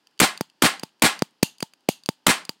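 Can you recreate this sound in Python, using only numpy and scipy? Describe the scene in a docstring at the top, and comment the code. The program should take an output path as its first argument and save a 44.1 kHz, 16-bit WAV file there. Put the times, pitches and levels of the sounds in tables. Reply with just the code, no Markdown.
"""Toy cap gun in a bedroom

A plastic cap revolver is fired six times, close to the microphone. Four caps go off with a crack
that fills the small room; twice the hammer falls with only a snap. A small catch (the pawl) ticks
as it turns the cylinder, and after each pull the trigger springs back with a knock.
The microphone thins the bass and rounds off the loudest peaks."""
import sys
import numpy as np
from scipy import signal
from scipy.fft import rfft, irfft
from scipy.io import wavfile

SR = 44100
rng = np.random.default_rng(int(sys.argv[2]) if len(sys.argv) > 2 else 0)


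def dump_mix(stems):
    """Bounce the given channels to the path in sys.argv[1] as a 16-bit WAV at rate SR."""
    frames = np.atleast_2d(stems).T  # one column per channel
    limited = np.clip(frames, -1, 1)  # hard clip at full scale
    pcm = np.round(limited * 32767).astype(np.int16)
    wavfile.write(sys.argv[1], SR, pcm)


N = 114660
AGE = np.arange(SR // 2) / SR  # seconds since a sound began

# Tone of the room's steady hush: f/Hz, level/dB
HUSH_TONE = [(30, 8), (80, 0), (140, -3), (220, -4), (300, -1.5), (400, -6), (650, -10), (880, -4),
             (1200, -11), (1600, -9), (2200, -15.5), (3000, -8.5), (3800, -15), (4800, -9.5), (6000, -20),
             (10000, -26.5), (16000, -33.5)]
# How long the room rings (t60 is the time to fade by 60 dB): f/Hz, t60/s
ROOM_DECAY = [(150, 0.6), (400, 0.24), (900, .27), (2000, 0.26), (4500, 0.24), (8000, .2), (15000, .17)]
# Ticks of the pawl: t/s, level/dB, cylinder ring relative to the tick/dB
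PAWL_TICKS = [(.071, -41.5, -4), (0.111, -57.5, -17), (0.1773, -52, -3), (0.1925, -20, -11),
              (0.199, -19.5, -11.5), (0.3759, -23, -13), (0.4994, -43.5, -2.5), (0.6189, -30, -11),
              (0.7963, -24.5, -11), (0.8308, -33, -15), (0.8914, -55, 2), (0.9967, -51, -11),
              (1.0197, -35.5, -11.5), (1.192, -24, -21.5), (1.3091, -51, -22), (1.4274, -17.5, -7),
              (1.5836, -38.5, -16), (1.6022, -43, -11), (1.6053, -21, -9), (1.6252, -20, -21),
              (1.7362, -38.5, -5), (1.8067, -52, -14.5), (1.8864, -31, -5), (2.036, -36, -32.5),
              (2.06, -21, -14), (2.2644, -32.5, -15), (2.4517, -24.5, -25)]
# Tone of plastic hitting plastic: f/Hz, level/dB
CONTACT_TONE = [(300, -5), (1200, -16), (2800, 0.5), (5000, 9.5), (7000, -5.5), (9500, -6), (12500, -3.5),
                (16000, -7)]
# Ringing notes of the plastic frame: f/Hz, level/dB, ring time as a share of the longest
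FRAME_NOTES = [(1200, -27.5, 0.77), (2650, -18.5, 0.71), (3050, -15.5, 0.45), (3540, -16.5, .8),
               (4650, -10.5, 1), (4730, -4, 1), (5750, -19.5, 0.3), (6320, -11.5, 0.83), (6800, -20, .7),
               (7500, -18.5, 1), (8940, -8, 0.39), (9580, -15.5, 0.77), (11000, -19, 0.58),
               (15500, -24, .4)]
# Ringing notes of the hollow cylinder: f/Hz, level/dB, t60/s
CYLINDER_NOTES = [(1700, -8.5, 0.005), (2650, -3.5, 0.011), (3050, -0.5, 0.0083)]
# Tone of the room after a click: f/Hz, level/dB
CLICK_TAIL_TONE = [(100, -16), (300, -10), (900, -4.5), (1500, -7.5), (2200, -9.5), (3000, 4), (3800, 0),
                   (4800, 3), (5600, -7), (6700, -0.5), (9000, -4), (12000, -11.5), (16000, -10.5)]
# Caps that go off: t/s, crack level/dB, room level/dB
CAP_SHOTS = [(0.2007, 3, 0), (0.6217, 0.5, 0), (1.0215, 1.5, 0.5), (2.2665, 2, -0.5)]
# Tone of a cap's crack: f/Hz, level/dB
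CRACK_TONE = [(100, -12), (250, 7), (600, -2.5), (1100, -0.5), (2100, -2.5), (3500, -3.5), (5500, -10),
              (8500, -5), (12000, -9.5), (16000, -15)]
# Tone of the room after a bang: f/Hz, level/dB
WASH_TONE = [(100, -12.5), (170, 0), (280, -0.5), (450, -3), (750, 0.5), (1200, 1.5), (2100, 0.5),
             (3100, -1), (4500, -2.5), (6200, -8), (8500, -4.5), (12000, -15), (16000, -22.5)]
# Standing waves, the pitches the room favours: f/Hz, boost/dB
ROOM_NOTES = [(787, 6), (1062, 8.5), (1329, 2), (1453, 1), (1672, 6), (1883, 4.5), (2046, 3.5), (2105, 7.5),
              (2366, 5), (2516, 2.5), (3000, 3), (3127, 5), (4096, 8), (7509, 5), (8504, 8)]
# Strong early echoes of a bang: delay/s, level/dB
ECHOES = [(0.0123, -10), (0.0156, -1), (0.0165, -2), (.0283, -8), (0.0326, -1.5), (0.0421, -11)]
# The trigger springs back: t/s, thump level/dB, thump length/s, click level/dB, tail level/dB
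TRIGGER_RETURNS = [(0.4098, -4.5, 0.0011, -13.5, -1), (0.8343, -13, 0.0015, -17, -2.5),
                   (1.222, 2, 0.00093, -14.5, 0.5), (1.6273, -8.5, 0.0025, -14, -0.5),
                   (2.0894, -2.5, 0.0035, -12, 0), (2.4933, -17.5, 0.0017, -15.5, -1.5)]
# The hammer falls with no bang:
# t/s, thump level/dB, thump length/s, clack level/dB, knock level/dB, tail level/dB
EMPTY_SHOTS = [(1.4297, 8, 0.0011, 1, -28.5, 3.5), (1.8886, 12, .0005, -7.5, -5, 1.5)]
# Tone of the hammer's clack: f/Hz, level/dB
CLACK_TONE = [(300, 3), (800, -5), (1500, -6.5), (2400, 5.5), (3400, -8.5), (4400, 2), (5300, -1),
              (7000, -2.5), (9300, -2), (11000, -6.5), (12800, -7.5), (16000, -6)]
# Hollow knock of the body under the hammer: f/Hz, level/dB, t60/s
BODY_NOTES = [(784, 1, 0.0096), (1050, -3.5, 0.0068), (2350, -1, .006)]
# Ringing notes of the spring behind the hammer: f/Hz, level/dB, t60/s
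HAMMER_SPRING_NOTES = [(2783, -40.5, 0.15), (2770, -42.5, .15), (12700, -46, .13)]
# Tone of the room after the hammer's snap: f/Hz, level/dB
SNAP_TAIL_TONE = [(200, -11), (500, -14), (900, -5), (1400, -13), (2400, -9.5), (2650, 2), (2790, 6.5),
                  (3000, 2), (3800, 0.5), (4700, 3), (5400, -8.5), (6500, 4.5), (7500, -3.5), (9200, -0.5),
                  (11200, -8.5), (12700, -2.5), (14000, -18.5), (16000, -15)]


def from_db(db):
    """Turn decibels into a number to multiply by."""
    return 10 ** (np.asarray(db) / 20)


def at_hz(table, hz):
    """Read between a table's rows, with every octave equally wide."""
    freqs, values = np.transpose(table)
    return np.interp(np.log(np.maximum(hz, 1)), np.log(freqs), values)


def fade(t60, hold_s=0):
    """Stay at full level for hold_s, then fall by 60 dB every t60 seconds."""
    return 1000 ** (-np.maximum(AGE - hold_s, 0) / t60)


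def add(track, start_s, sound):
    """Mix a sound into the track at the given time."""
    i = max(int(round(start_s * SR)), 0)
    track[i:i + len(sound)] += sound[:len(track) - i]


def noise(tone, size=len(AGE)):
    """Noise with the given tone, scaled to a strength (rms) of 1."""
    gains = from_db(at_hz(tone, np.fft.rfftfreq(size, 1 / SR)))
    x = irfft(rfft(rng.standard_normal(size)) * gains, size)
    return x / x.std()


def by_band(x, loudness):
    """Let each half octave rise and fall along its own curve, loudness(hz)."""
    centres = np.geomspace(62.5, 16000, 17)
    spectrum, freqs = rfft(x), np.fft.rfftfreq(len(x), 1 / SR)
    return sum(irfft(spectrum * at_hz(np.c_[centres, centres == hz], freqs), len(x)) * loudness(hz)
               for hz in centres)


def ring(notes, spread_db=2):
    """Short fading notes, each a little stronger or weaker from hit to hit."""
    return sum(from_db(db + spread_db * rng.standard_normal()) * rng.choice([-1, 1])
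               * np.sin(2 * np.pi * hz * AGE) * fade(t60) for hz, db, t60 in notes)


def room_hush():
    """The quiet room gives a faint, steady noise."""
    return from_db(-67) * noise(HUSH_TONE, size=N)


def click(grit_db=0, longest_t60=0.018):
    """Plastic parts meet: a gritty contact and a short ring of the frame."""
    detune = 1 + 0.0075 * rng.standard_normal()  # the grip shifts the pitch a little
    notes = [(hz * detune, db, longest_t60 * share) for hz, db, share in FRAME_NOTES]
    grit = from_db(-8.5 + grit_db) * noise(CONTACT_TONE) * fade(t60=0.012)
    return grit + from_db(-3.5) * ring(notes)


def room_tail(tone, decay_scale=0.86, rise_s=0.008):
    """A short sound bounces around the room and lingers as a soft blur."""
    tail = by_band(noise(tone), lambda hz: fade(decay_scale * at_hz(ROOM_DECAY, hz)))
    return tail * np.minimum(AGE / rise_s, 1)


def pawl():
    """The pawl ticks as it turns the hollow cylinder; its touch is lighter than the trigger's."""
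    out = np.zeros(N)
    room = from_db(-36) * room_tail(CLICK_TAIL_TONE)
    for start_s, db, cylinder_db in PAWL_TICKS:
        tick = click(grit_db=-4.5) + from_db(cylinder_db) * ring(CYLINDER_NOTES)
        add(out, start_s, from_db(db) * (tick + room))
    return out


def thump(db, length_s):
    """A single push of air that dies away quickly."""
    return from_db(db) * np.exp(-AGE / length_s)


def standing_waves(x, width_hz=18):
    """Boost the narrow pitches at which the room rings, then scale to a strength of 1."""
    freqs = np.fft.rfftfreq(len(x), 1 / SR)
    boost_db = sum(db / (1 + ((freqs - hz) / width_hz) ** 2) for hz, db in ROOM_NOTES)
    x = irfft(rfft(x) * from_db(boost_db), len(x))
    return x / x.std()


def room_swell(hz, onset_s=0.0069, rise_s=0.018, drop_s=0.021):
    """The room's sound builds, stays level for about 40 ms, steps down and dies away."""
    rise = np.clip((AGE - onset_s) / rise_s, 0, 1)
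    # near 1 for low notes, which start fading slightly sooner and step down further, then linger faintly
    bass = 1 / (1 + (hz / 344) ** 4)
    hold_s = 0.043 - 0.002 * bass
    drop_db = (3.5 + 12 * bass) * np.clip((AGE - hold_s) / drop_s, 0, 1)
    return rise * fade(at_hz(ROOM_DECAY, hz), hold_s) * from_db(-drop_db)


def caps(shared_part=0.44):
    """Each cap cracks, a quick echo bounces off the floor or ceiling, then more echoes fill the room."""
    out = np.zeros(N)
    shared = np.sqrt(shared_part) * noise(WASH_TONE)  # this part stays the same from shot to shot
    for start_s, crack_db, room_db in CAP_SHOTS:
        crack = from_db(-10 + crack_db) * noise(CRACK_TONE) * fade(t60=0.037, hold_s=0.003)
        blast = thump(db=-18.5, length_s=0.0007)
        fresh = np.sqrt(1 - shared_part) * noise(WASH_TONE)
        wash = from_db(-14 + room_db) * by_band(standing_waves(shared + fresh), room_swell)
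        add(out, start_s, crack + blast + wash)
        first_bounce = ring([(1350, -5, 0.004)])  # f/Hz, level/dB, t60/s
        add(out, start_s + 0.0022, first_bounce)
        for delay_s, echo_db in ECHOES:
            slap = from_db(-10 + echo_db) * noise(CRACK_TONE) * fade(t60=0.0038)
            add(out, start_s + delay_s, slap + thump(echo_db + room_db, length_s=0.0018))
    return out


def trigger_spring():
    """The trigger's spring hums briefly after a jolt."""
    return ring([(890, -36.5, 0.062)])  # f/Hz, level/dB, t60/s


def trigger():
    """The released trigger knocks back against its stop."""
    out = np.zeros(N)
    for start_s, thump_db, thump_s, click_db, tail_db in TRIGGER_RETURNS:
        tail = from_db(-47) * room_tail(CLICK_TAIL_TONE) + trigger_spring()
        knock = thump(thump_db, thump_s) + from_db(click_db) * click()
        add(out, start_s, knock + from_db(tail_db) * tail)
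    return out


def hammer(rise_s=0.00031):
    """With no bang, the hammer thumps and clacks on the hollow body and sets the springs ringing."""
    out = np.zeros(N)
    for start_s, thump_db, thump_s, clack_db, knock_db, tail_db in EMPTY_SHOTS:
        push = thump(thump_db, thump_s) * (1 - np.exp(-AGE / rise_s))
        clack = from_db(-3 + clack_db) * noise(CLACK_TONE) * fade(t60=0.015)
        room = from_db(-33.5) * room_tail(SNAP_TAIL_TONE, decay_scale=0.93)
        tail = room + ring(HAMMER_SPRING_NOTES) + trigger_spring()
        knock = from_db(knock_db) * ring(BODY_NOTES)
        add(out, start_s, push + clack + knock + from_db(tail_db) * tail)
    return out


def scene():
    """All the revolver's sounds over the room's hush, in one channel."""
    return (caps() + hammer() + pawl() + trigger() + room_hush())[None]


def record(dry):
    """The microphone cuts the bass, rounds the peaks unevenly and drops the highest treble."""
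    low_cut_hz, high_cut_hz, ceiling = 172, 15800, 0.93
    # a bass cut this steep rings briefly after each thump
    x = signal.sosfilt(signal.butter(4, low_cut_hz, "high", fs=SR, output="sos"), dry)
    x = ceiling * np.tanh(x / ceiling)
    x = x - 0.13 * x ** 2  # the microphone gives way sooner on one side of the wave
    return signal.sosfilt(signal.ellip(10, 0.1, 70, high_cut_hz, fs=SR, output="sos"), x)


dry = scene()
out = record(dry)
dump_mix(out)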